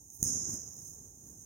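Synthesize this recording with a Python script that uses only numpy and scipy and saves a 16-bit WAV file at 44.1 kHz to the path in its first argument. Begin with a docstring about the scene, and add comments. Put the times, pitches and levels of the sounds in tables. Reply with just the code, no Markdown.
"""Indoor batting cage, one swing: a tick, then the bat meets the ball with a thud and a double crack.
Hard surfaces slap it back and the hall rings on. The ball runs into the net; net and clothes
rustle and rumble, with two more ticks and faint squeaks, over the ventilation.
Filtered stereo sound: bass centred, hollow middle, shrill band on both sides, other treble far right."""
import sys
import numpy as np
from scipy import signal
from scipy.fft import rfft, irfft
from scipy.io import wavfile

SR = 44100
rng = np.random.default_rng(int(sys.argv[2]) if len(sys.argv) > 2 else 0)


def materialize(psi):
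    """Save the field psi as 16-bit PCM at rate SR to the path in sys.argv[1].

    A 1-D psi becomes a single channel; in a 2-D psi each row is a channel.
    """
    bounded = np.clip(np.atleast_2d(psi).T, -1, 1)
    quanta = np.round(bounded * 32767).astype(np.int16)
    wavfile.write(sys.argv[1], SR, quanta)


N = 63945
T = np.arange(N) / SR
HZ = np.maximum(np.fft.rfftfreq(N, 1 / SR), 1)
HIT_S = .2282
HOLLOW_LOW_HZ, HOLLOW_HIGH_HZ, CUTOFF_HZ = 2720, 5044, 15800


# Crack spectrum: f/Hz, level/dB
CRACK_SPECTRUM = [(500, -25), (1400, -26), (2200, -36), (4800, -26), (5200, -8), (6600, 2), (8000, 4),
                  (9000, -1), (11000, -4), (13000, -4), (16000, -7)]
CRACK_DB, SPREAD_S = 2.5, .001946

def crack(start_s):
    """Hard contact: one pulse, spread as high bending waves outrun low ones."""
    arrival_s = start_s + SPREAD_S * np.maximum(1 - HZ / CUTOFF_HZ, 0) ** 2
    phase = 2 * np.pi * np.cumsum(arrival_s) * SR / N
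    magnitude = from_db(CRACK_DB + at_hz(CRACK_SPECTRUM, HZ)[0])
    return irfft(magnitude * np.exp(-1j * (phase - phase[0])), N)


def thud(start_s=.2266, hz=138, t60_s=.014, level_db=-17):
    """The ball squashes just before the crack: a damped sine."""
    age = np.maximum(T - start_s, 0)
    ring = np.sin(2 * np.pi * hz * age) * from_db(-60 * np.minimum(age / t60_s, 4))
    return from_db(level_db) * low_pass(ring, hz=427)


def bat(recoil_s=.0012, recoil_db=-4):
    """Bat on ball: crack, weaker recoil crack, thud."""
    return crack(HIT_S) + from_db(recoil_db) * crack(HIT_S + recoil_s) - thud()


# Echoes off hard surfaces: t/s, level/dB, low-pass f/Hz
SLAP_ECHOES = [(.2391, -8, 19000), (.2421, -9, 9000), (.2510, -12, 11000), (.2657, -13, 7000),
               (.2692, -14, 7000), (.3047, -15, 6000), (.3174, -14, 6000), (.3480, -15, 6000),
               (.3999, -15, 6000)]
# Ticks around the cage: t/s, level/dB, low-pass f/Hz
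CAGE_TICKS = [(.1022, -21, 12500), (.6629, -30, 6000), (.7622, -28, 6000)]

def far_cracks(table):
    """Weaker, thinner cracks from further off."""
    return above_hollow(sum(from_db(db) * low_pass(crack(start_s), hz) for start_s, db, hz in table))


# Hall reverberation: f/Hz, level/dB, T60/s, build-up/s
HALL_BANDS = [(40.7, -6.5, 0.83, 0.015), (102, -3.5, 2.34, 0.0038), (265, -4.5, 0.98, 0.013),
              (612, -26.5, 2.82, 0.018), (1326, -35, 2.33, 0.018), (2700, -39, 1.73, 0.0067),
              (3320, -50.5, 7.5, 0.0067), (5100, -64, 3.7, 0.034), (4850, -4, 1.31, 0.029),
              (6060, -3, 1.435, 0.051), (8510, -4, 0.92, 0.0013), (11320, -20.5, 0.91, 0.0024),
              (15800, -12.5, 0.23, 0.0017)]
HALL_DB = -19

def hall():
    """Diffuse sound builds after the hit; each quarter octave decays at its own rate."""
    white = white_pair()
    age = np.maximum(T - HIT_S, 0)
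    edges_hz = HOLLOW_HIGH_HZ * 2 ** (np.arange(-32, 8) / 4)
    reverb = 0
    for low, high in zip(edges_hz, edges_hz[1:]):
        db, t60_s, build_s = at_hz(HALL_BANDS, np.sqrt(low * high))
        rise = 1 - np.exp(-age / build_s)
        decay = from_db(HALL_DB + db - 60 * age / t60_s)
        band = irfft(white * ((HZ >= low) & (HZ < high)), N)
        reverb = reverb + rise * decay * band
    return reverb * flutter()


# Net and cloth swishes: peak t/s, length/s, rustle level/dB, rumble level/dB, air level/dB
NET_SWISHES = [(0.153, 0.052, -60, -74, -49.5), (0.213, 0.021, -48, -53.5, -51),
               (0.493, 0.026, -45, -45, -74), (0.542, 0.048, -42.5, -46, -66),
               (0.697, 0.21, -63, -64.5, -59.5), (0.875, .13, -52, -65, -57),
               (1.025, 0.14, -58.5, -60, -76), (1.293, 0.12, -57, -56.5, -59.5),
               (1.434, 0.076, -56.5, -62.5, -81)]
# Rustle, rumble and air spectra: f/Hz, relative level/dB
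RUSTLE_SPECTRUM = [(5000, -3.5), (6500, 5.5), (9000, 4.5), (11000, -9.5), (13000, -2.5), (15500, -8)]
RUMBLE_SPECTRUM = [(25, -17), (70, 1.5), (150, 3), (300, -5), (450, -11.5), (650, -24), (1400, -31),
                   (2500, -38), (4000, -35.5)]
AIR_SPECTRUM = [(8000, -12), (9300, 0), (11300, -18.5), (12600, -2), (15500, -5)]

def net_and_clothes():
    """Net and batter's clothes swish: swells of rustle, low rumble and airy top."""
    rustle_gain, rumble_gain, air_gain = sum(
        swell(peak_s, length_s) * from_db(dbs)[:, None] for peak_s, length_s, *dbs in NET_SWISHES)
    rustle = rustle_gain * above_hollow(noise(RUSTLE_SPECTRUM))
    rumble = rumble_gain * noise(RUMBLE_SPECTRUM)
    air = air_gain * above_hollow(noise(AIR_SPECTRUM))
    return (rustle + rumble + air) * flutter()


# Squeaks: peak t/s, length/s, level/dB
HIGH_SQUEAKS = [(.61, .012, -59), (.737, .012, -51)]
# Squeak spectrum: f/Hz, relative level/dB
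SQUEAK_SPECTRUM = [(13900, -40), (14250, 0), (14450, 0), (14800, -40)]

def squeaks():
    """Faint, very high peeps of narrow-band noise."""
    envelope = sum(swell(peak_s, length_s) * from_db(db) for peak_s, length_s, db in HIGH_SQUEAKS)
    return envelope * noise(SQUEAK_SPECTRUM)


# Duct rumble and air hiss spectra: f/Hz, relative level/dB
DUCT_SPECTRUM = [(25, -23), (50, 8.5), (90, 5), (180, -2.5), (350, -6), (650, -25), (810, -13.5),
                 (1000, -27.5), (1400, -41), (4000, -33)]
HISS_SPECTRUM = [(5000, -7), (6500, 4), (8800, 3.5), (11000, -12), (12800, -0.5), (15500, -5)]
DUCT_DB, HISS_DB = -62.5, -57

def ventilation():
    """Steady rumble with a faint duct resonance, plus air hiss."""
    rumble = from_db(DUCT_DB) * noise(DUCT_SPECTRUM)
    hiss = from_db(HISS_DB) * above_hollow(noise(HISS_SPECTRUM))
    return rumble + hiss


def from_db(db):
    """Decibels to gain."""
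    return 10 ** (np.asarray(db) / 20)


def at_hz(table, hz):
    """Interpolate table columns over log frequency."""
    table_hz, *columns = np.transpose(table)
    return [np.interp(np.log(hz), np.log(table_hz), column) for column in columns]


def low_pass(x, hz):
    """Two-pole Butterworth."""
    return signal.sosfilt(signal.butter(2, min(hz, .45 * SR), fs=SR, output="sos"), x + 1e-18)


def above_hollow(x, ramp_hz=200):
    """Keep only the treble."""
    return irfft(rfft(x) * np.clip((HZ - HOLLOW_HIGH_HZ) / ramp_hz + 1, 0, 1), N)


def white_pair():
    """Stereo white spectrum: mono up to the hollow's top edge, independent above."""
    left, right = rfft(rng.standard_normal((2, N)))
    return np.array([np.where(HZ < HOLLOW_HIGH_HZ, right, left), right])


def unit_rms(x):
    """Scale to RMS 1."""
    return x / np.sqrt(np.mean(x ** 2) + 1e-20)


def noise(spectrum):
    """Band-limited stereo noise of a given colour, RMS 1."""
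    in_band = (HZ > spectrum[0][0] * .5) & (HZ < spectrum[-1][0] * 1.1)
    colour = from_db(at_hz(spectrum, HZ)[0])
    return unit_rms(irfft(white_pair() * in_band * colour, N))


def flutter(depth_db=1.5, bandwidth_hz=111):
    """Fast random gain flicker."""
    return from_db(depth_db * unit_rms(low_pass(rng.standard_normal(N), bandwidth_hz)))


def swell(peak_s, length_s):
    """Gaussian envelope."""
    return np.exp(-2 * ((T - peak_s) / length_s) ** 2)


def scene():
    """The hit, its echoes and the cage around it."""
    impacts = bat() + far_cracks(SLAP_ECHOES) + far_cracks(CAGE_TICKS)
    return impacts + hall() + net_and_clothes() + squeaks() + ventilation()


LOW_CUT_HZ, HOLLOW_DB, LEFT_TREBLE_DB = 40, -10.5, -59
PRESENCE_LOW_HZ, PRESENCE_HIGH_HZ, PRESENCE_LEFT_DB, PRESENCE_RIGHT_DB = 5937, 6987, 4, 10
DIP_HZ, DIP_WIDTH_HZ, DIP_DB = 7786, 412, -18.5

def record(dry):
    """Stereo filter: bass centred, hollow middle, shrill band on both sides, other treble far right."""
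    def above(edge_hz, width_hz):
        return .5 + .5 * np.tanh((HZ - edge_hz) / width_hz)

    low_cut = HZ / np.hypot(HZ, LOW_CUT_HZ)
    treble = above(HOLLOW_HIGH_HZ, 43)
    hollow = from_db(HOLLOW_DB * above(HOLLOW_LOW_HZ, 600) * (1 - treble))
    presence = above(PRESENCE_LOW_HZ, 90) * (1 - above(PRESENCE_HIGH_HZ, 210))
    dip = np.exp(-((HZ - DIP_HZ) / DIP_WIDTH_HZ) ** 2)
    left = 1 - treble + treble * from_db(LEFT_TREBLE_DB) + presence * from_db(PRESENCE_LEFT_DB)
    right = from_db(PRESENCE_RIGHT_DB * presence + DIP_DB * dip)
    coloured = irfft(rfft(dry) * low_cut * hollow * np.array([left, right]), N)
    high_cut = signal.ellip(10, .3, 80, CUTOFF_HZ, fs=SR, output="sos")
    return signal.sosfilt(high_cut, coloured)


dry = scene()
out = record(dry)
materialize(out)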